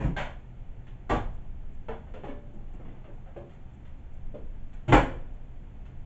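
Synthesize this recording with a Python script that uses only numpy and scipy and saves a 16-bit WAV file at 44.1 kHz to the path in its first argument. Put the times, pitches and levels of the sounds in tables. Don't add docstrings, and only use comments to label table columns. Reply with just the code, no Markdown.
import sys
import numpy as np
from scipy import signal
from scipy.io import wavfile
from scipy.ndimage import uniform_filter1d

SR = 44100
rng = np.random.default_rng(int(sys.argv[2]) if len(sys.argv) > 2 else 0)


def voltage_ratio(level):
    return 10 ** (np.asarray(level, float) / 20)


def put_to_file(sound):
    columns = np.atleast_2d(sound).T
    safe = np.clip(columns, -1, 1)
    whole_steps = np.round(safe * 32767)
    wavfile.write(sys.argv[1], SR, whole_steps.astype(np.int16))


N = 266829


# frequency in Hz, level in dB, t60 in s.
BOOM = [(28.05, -14, 0.44), (45, 16.5, 0.28), (116.8, -4.5, 0.9)]


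def blows(rows, hue, modes):
    out = np.zeros(N)
    for s, db, length, ring_db, thump_db in rows:
        clatter = colour(rattle(length), hue)
        add(out, s, voltage_ratio(db) * peaked(signal.fftconvolve(clatter, kitchen())))
        add(out, s, voltage_ratio(db + ring_db + 1) * ring(modes, 1.04 * length, damp=0.39))
        add(out, s, voltage_ratio(thump_db) * ring(BOOM, 0.013))
    return out


# start in seconds, level in dB, rattle length in s,
# ringing in dB over the level, thump level in dB.
SLAM = [
    (4.922, -16, 0.0084, 0.0044, -51),
    (4.934, -21.5, 0.014, 0.0073, -20.5),
    (4.942, -46.5, 0.0084, 0.0043, -33),
    (4.955, -27.5, 0.015, 0.0066, -42),
]
# frequency in Hz, level in dB per Hz.
SLAM_HUE = [(60, -19.5), (134, -2), (370, -12.5), (520, -7.5), (810, -9.5), (1030, -14.5), (2100, -15),
            (3300, -26.5), (5000, -26), (7500, -24.5)]
# frequency in Hz, level in dB, t60 in s.
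SLAM_RING = [(131.4, -0.5, 0.31), (233, -20, 0.14), (312, 4, 0.26), (389, -15, 0.25), (484, 2.5, 0.13),
             (615, -8, 0.27), (664, -20, 0.62), (722.6, -2, 0.34), (815, -8, 0.6), (890, -9.5, 0.55),
             (996, -10.5, 0.48), (1118, -4, 0.22), (1336, -18, .25), (1532, -7, 0.15), (2038, -3, 0.14),
             (2457, -13, 0.1), (2520, -43, .2)]


def slam():
    return blows(SLAM, SLAM_HUE, SLAM_RING)


# start in seconds, level in dB, rattle length in s,
# ringing in dB over the level, thump level in dB.
HOOKS = [
    (4.879, -32, 0.017, 2.7, -53),
    (4.890, -42.5, 0.0077, 14.5, -57),
    (4.908, -42.5, 0.036, 21.1, -31),
]
# frequency in Hz, level in dB per Hz.
HOOKS_HUE = [(60, -14), (120, -19), (350, -17), (650, -21), (1800, -26.5), (2300, -32), (3400, -32),
             (5000, -40), (7500, -33.5)]
# frequency in Hz, level in dB, t60 in s.
HOOKS_RING = [(116.6, 2, 0.29), (266, -1.5, 0.1), (332.6, -9, 0.47), (836, -17.5, 0.38), (2060, -30, 0.3)]


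def hooks():
    return blows(HOOKS, HOOKS_HUE, HOOKS_RING)


# start in seconds, level in dB, rattle length in s,
# ringing in dB over the level, thump level in dB.
STOP = [
    (1.094, -26, 0.01, -4.5, -46),
    (1.111, -30, 0.031, 4.5, -32),
]
# frequency in Hz, level in dB per Hz.
STOP_HUE = [(60, -13.5), (110, 7), (380, -12.5), (560, -2), (830, -4), (1200, -10), (2000, -19),
            (3300, -22), (5000, -25), (7500, -24.5)]
# frequency in Hz, level in dB, t60 in s.
STOP_RING = [(116, 0.5, 0.28), (238.2, -3, 0.53), (316, -7.5, 0.55), (459.3, 1, 0.25), (605, -2.5, 0.31),
             (704, -9, 0.45), (735, -11, 0.3), (824, -2.5, 0.52), (978, -7, 0.26), (1154, -7.5, 0.46),
             (1290, -21, 0.25), (1524, -14, 0.37), (1526, -21.5, 0.22), (1976, -5, 0.12)]


def stop():
    return blows(STOP, STOP_HUE, STOP_RING)


# start in seconds, level in dB, rattle length in s,
# ringing in dB over the level, thump level in dB.
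LATCH = [
    (.164, -33.5, 0.0058, -4.5, -41.5),
    (.168, -32.5, 0.037, -10, -51),
]
# frequency in Hz, level in dB per Hz.
LATCH_HUE = [(60, -59), (130, 4), (190, -8.5), (360, -11), (840, -2), (1250, -12), (1600, -4.5),
             (2300, -13.5), (3200, -15.5), (5000, -19.5), (7500, -20)]
# frequency in Hz, level in dB, t60 in s.
LATCH_RING = [(580, -10, 1), (643, 8, 0.27), (846, -15, 0.33), (980, -10, 0.31), (1137, -14, 0.94),
              (1486, -36, 0.72), (1570, 15.5, 0.13), (1570, -6, 0.43), (1920, -18, 0.56), (2320, -24, 0.3),
              (2360, -22, 0.22), (3240, -10, 0.42), (3530, -27, 0.24), (3840, -37, 0.31)]


def latch():
    return blows(LATCH, LATCH_HUE, LATCH_RING)


# start in seconds, level in dB, rattle length in s,
# ringing in dB over the level, thump level in dB.
BUTTON = [
    (.0, -33.5, 0.02, 0, -55),
    (.036, -29.5, 0.017, 6, -56.5),
    (.046, -51.5, 0.017, 22, -36),
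]
# frequency in Hz, level in dB per Hz.
BUTTON_HUE = [(60, -39), (100, -19), (130, -2.5), (340, -13), (600, -22), (870, -22), (2100, -32),
              (3400, -42.5), (5000, -40), (7500, -38.5)]
# frequency in Hz, level in dB, t60 in s.
BUTTON_RING = [(50, -3, 0.72), (129.4, -1.5, 0.38), (217, -13, 0.22), (301.6, -8, 0.28), (542, -19, 0.22),
               (813, -22, 0.24)]


def button():
    return blows(BUTTON, BUTTON_HUE, BUTTON_RING)


# start in seconds, level in dB, weight of the low thud in dB,
# dullness in dB per octave, rattle length in s.
KNOCKS = [(1.885, -20.5, -3, 9, 0.0056), (1.915, -24.5, -7, 9.5, 0.012), (1.958, -48, -7, 17, 0.016),
          (2.069, -40, -2, 9.5, .02), (2.14, -32, 3.5, 8.5, 0.042), (2.236, -26, 6.5, 9.5, 0.036),
          (2.283, -31.5, -22, 6.5, 0.014), (2.36, -37, 0, 23, .015), (2.538, -44.5, 13, 12, 0.04),
          (2.736, -43.5, 12.5, 8, 0.035), (2.797, -36, 4, 12, .022), (2.851, -40.5, 16, 7.5, .014),
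          (2.885, -45, 7.5, 6, 0.089), (3.043, -41, 2, 6.5, 0.02), (3.079, -40.5, 3, 12, 0.04),
          (3.261, -37.5, -17, 10, 0.029), (3.363, -24, -1.5, 13, 0.0048), (3.409, -35, 1.5, 19, 0.023),
          (4.341, -27, 6, 19.5, 0.022)]
THUD_HZ, KNOCK_HZ, DULL_UP_TO_HZ, TOP_FALL_DB = 275, 556, 3000, -13.5


def knocks():
    out = np.zeros(N)
    for s, db, weight_db, dull_db, length in KNOCKS:
        thud_db = db + weight_db
        top_db = db - dull_db * np.log2(DULL_UP_TO_HZ / KNOCK_HZ)
        hue = [(90, thud_db - 12), (THUD_HZ, thud_db), (KNOCK_HZ, db),
               (DULL_UP_TO_HZ, top_db), (4500, top_db - 11), (7500, top_db + TOP_FALL_DB)]
        add(out, s, colour(contact(length), hue))
    return out


# start in seconds, level in dB.
RINGS = [
    (1.888, -35.5),
    (2.237, -45.5),
    (2.286, -39.5),
    (2.498, -57.5),
    (2.56, -65),
    (3.079, -53),
    (3.366, -43),
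    (4.344, -41.5),
]
# frequency in Hz, level in dB, t60 in s.
PLATE = [
    [(225.6, -5, 0.54), (451, 7.5, 0.23), (576, -10, 0.33), (810, -17, 0.15), (1340, -4.5, 0.12),
     (1790, -4.5, 0.094)],
    [(404, -14, 0.17), (581, 2, 0.27), (820, 5, 0.23)],
    [(243, 1, 0.51), (276, 9, 0.16), (408, -2, 0.39), (581, -4, 0.89), (1740, -13, .4)],
    [(270, 10, 0.06), (574, -18, 0.27)],
    [(807, 0, 1)],
    [(353, -3, 0.38), (569, 0, 0.19)],
    [(346, 1, 0.27), (566, 0, 0.38), (694, -20, 0.18), (1650, -18, 0.24)],
    [(292, -1, 0.064), (455, -2, 0.27), (590, 1.5, 0.11), (770, -31, 0.14)],
]


def plate():
    out = np.zeros(N)
    for (s, db), modes in zip(RINGS, PLATE):
        add(out, s, voltage_ratio(db) * ring(modes, 0.003))
    return out


# start in seconds, level in dB, rattle length in s.
TOUCHES = [(0.869, -52, 0.021), (1.894, -48.5, 0.015), (2.14, -47, 0.017), (2.249, -48.5, 0.024),
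           (2.298, -57, 0.018), (3.37, -53.5, 0.011), (3.496, -55.5, 0.057), (3.852, -55, 0.023),
           (4.345, -54, .012), (4.732, -53.5, 0.033), (5.855, -53, 0.014)]
# frequency in Hz, level in dB per Hz.
TOUCH_HUE = [(90, -8), (280, -1.5), (600, -0.5), (1500, 2), (3000, -3), (7500, -8)]


def touches():
    out = np.zeros(N)
    for s, db, length in TOUCHES:
        add(out, s, voltage_ratio(db) * colour(contact(length), TOUCH_HUE))
    return out


TICK_BEATS = [0, 2, 6, 7, 9, 11, 12, 14, 17, 20]
TICK_FIRST_S, TICK_EVERY_S = 1.3335, 0.20005
TICK_DB, TICK_SPREAD_DB = -56, 2.5


def ticks():
    out = np.zeros(N)
    hue = [(3500, -38), (5200, -36), (7500, -21)]  # (Hz, dB per Hz)
    for beat in TICK_BEATS:
        db = TICK_DB + TICK_SPREAD_DB * rng.standard_normal()
        burst = peaked(colour(rng.standard_normal(SR // 45), hue))
        add(out, TICK_FIRST_S + beat * TICK_EVERY_S, voltage_ratio(db) * burst)
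    return out


def contact(length):
    return peaked(signal.fftconvolve(rattle(length, first=0.45), kitchen(direct_db=-3)))


def rattle(length, first=0.088):
    t = np.arange(SR // 5) / SR
    clicks = rng.standard_normal(len(t)) * voltage_ratio(2.47 * rng.exponential(1, len(t)))
    x = clicks * (1 - np.exp(-t / 0.0012)) * np.exp(-t / max(length, 0.001))
    x /= np.linalg.norm(x)
    x[0] = first
    return x


def ring(modes, rise, damp=0.99):
    t = np.arange(SR) / SR
    tones = np.zeros(SR)
    for (hz, db, t60), turn in zip(modes, rng.random(len(modes))):
        fall = voltage_ratio(db - 60 * t / np.clip(damp * t60, 0.02, 0.9))
        tones += fall * np.sin(2 * np.pi * (hz * t + turn))
    return peaked(tones * (1 - np.exp(-t / max(rise, 0.0005))))


# frequency in Hz, t60 in s.
KITCHEN = [(60, 0.35), (250, 0.43), (700, 0.33), (2000, 0.29), (7000, 0.27)]


def kitchen(direct_db=-12, late_db=-22):
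    taps = np.zeros(SR)
    at = np.arange(100, SR - 20, 20)
    taps[at + rng.integers(0, 20, len(at))] = rng.choice([-1.0, 1.0], len(at))
    hz, t, z = signal.stft(taps, SR, nperseg=256)
    fall_db = -60 * t / read(KITCHEN, hz)[:, None]
    next_room = voltage_ratio(late_db + 0.41 * fall_db)
    tail = signal.istft(z * (voltage_ratio(fall_db) + next_room), SR, nperseg=256)[1]
    tail /= np.linalg.norm(tail)
    tail[0] += voltage_ratio(direct_db)
    return tail


# frequency in Hz, level in dB per Hz.
AIR = [(40, -40.5), (70, -0.5), (132, -4.5), (160, -8), (240, -11.5), (300, -17), (450, -22.5), (730, -23),
       (870, -25.5), (1060, -32), (2200, -35), (3400, -41.5), (5000, -40), (7500, -38.5)]
# frequency in Hz, level in dB per Hz.
RUMBLE_HUE = [(8, -21), (18, 10.5), (27, -1), (45, -8.5), (70, -9), (100, -30)]
AIR_DB, HUM_HZ, HUM_DB = -50.5, 124.5, -57.5


def house():
    air = voltage_ratio(AIR_DB) * noise(AIR, size=2048, patchy_db=0.5)
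    rumble = voltage_ratio(rumble_db()) * noise(RUMBLE_HUE + [(200, -81)], size=8192, patchy_db=1)
    hum_hue = [(HUM_HZ - 12, -60), (HUM_HZ, 0), (HUM_HZ + 12, -60)]
    hum = voltage_ratio(HUM_DB) * noise(hum_hue, size=16384, patchy_db=2.5)
    return air + rumble + hum


# start in seconds, lift in dB over the rumble.
LIFTS = [
    (.05, 7),
    (1.1, 11.5),
    (4.95, 6),
]
LIFT_RISE_S, LIFT_FALL_S = 0.073, 0.18
RUMBLE_DB, SWELL_DB, SWELL_HZ = -40, 1.5, 1.614


def rumble_db():
    t = np.arange(N) / SR
    swell = sum(np.sin(2 * np.pi * (SWELL_HZ * t / k + rng.random())) for k in range(1, 7))
    db = RUMBLE_DB + SWELL_DB * evened(swell)
    for s, lift_db in LIFTS:
        after = np.maximum(t - s, 0)
        db += 2 * lift_db * (1 - np.exp(-after / LIFT_RISE_S)) * np.exp(-after / LIFT_FALL_S)
    return db


def noise(hue, size, patchy_db):
    frames, hz = N * 4 // size + 5, np.fft.rfftfreq(size, 1 / SR)
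    a, b, patches = rng.standard_normal((frames, len(hz), 3)).T
    patches = evened(uniform_filter1d(uniform_filter1d(patches, 10, 0), 8, 1))
    z = (a + 1j * b) * voltage_ratio(read(hue, hz)[:, None] + patchy_db * patches)
    return evened(signal.istft(z, nperseg=size, noverlap=size * 3 // 4)[1][:N])


def colour(x, points):
    db = np.maximum(read(points, np.fft.rfftfreq(4096, 1 / SR)), -120)
    half = db * np.log(10) / 20
    full = np.concatenate([half, half[-2:0:-1]])
    response = np.exp(np.conj(signal.hilbert(full)))
    return signal.fftconvolve(x, np.fft.ifft(response).real)


def read(points, hz):
    f, value = np.transpose(points)
    return np.interp(np.log(hz + 1), np.log(f + 1), value)


def evened(x):
    return x / np.sqrt(np.mean(x ** 2) + 1e-20)


def peaked(x):
    return x / np.sqrt(uniform_filter1d(x ** 2, SR // 50).max())


def add(mix, s, sound):
    part = mix[max(round(s * SR), 0):][:len(sound)]
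    part += sound[:len(part)]


def scene():
    oven = button() + latch() + stop() + hooks() + slam()
    tray = knocks() + plate() + touches()
    return (oven + tray + ticks() + house())[None]


def top_cut(x):
    return signal.sosfilt(signal.butter(12, 15800, fs=SR, output="sos"), x)


# frequency in Hz, level in dB.
MIC = [(3000, 1), (3500, -0.5), (3800, -11.5), (4400, -11.5), (4700, -17.5), (5400, -19), (6400, -12.5),
       (7200, -12), (7900, -16.5)]
EDGE_HZ = 7800


def record(dry):
    heard = colour(np.pad(dry[0], (0, 400), "reflect"), MIC)[None, :N + 400]
    soft = 0.75 * np.tanh(heard / 0.83)
    low_pass = signal.firwin(401, EDGE_HZ, window=("kaiser", 9), fs=SR)[None]
    narrow = signal.oaconvolve(soft, low_pass, "same")[:, :N]
    ending = np.minimum(np.arange(N)[::-1] / 200, 1)
    hiss = voltage_ratio(-98) * rng.standard_normal(dry.shape)
    return top_cut(np.clip(narrow, -0.475, 0.475) * ending + hiss)


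dry = scene()
out = record(dry)
put_to_file(out)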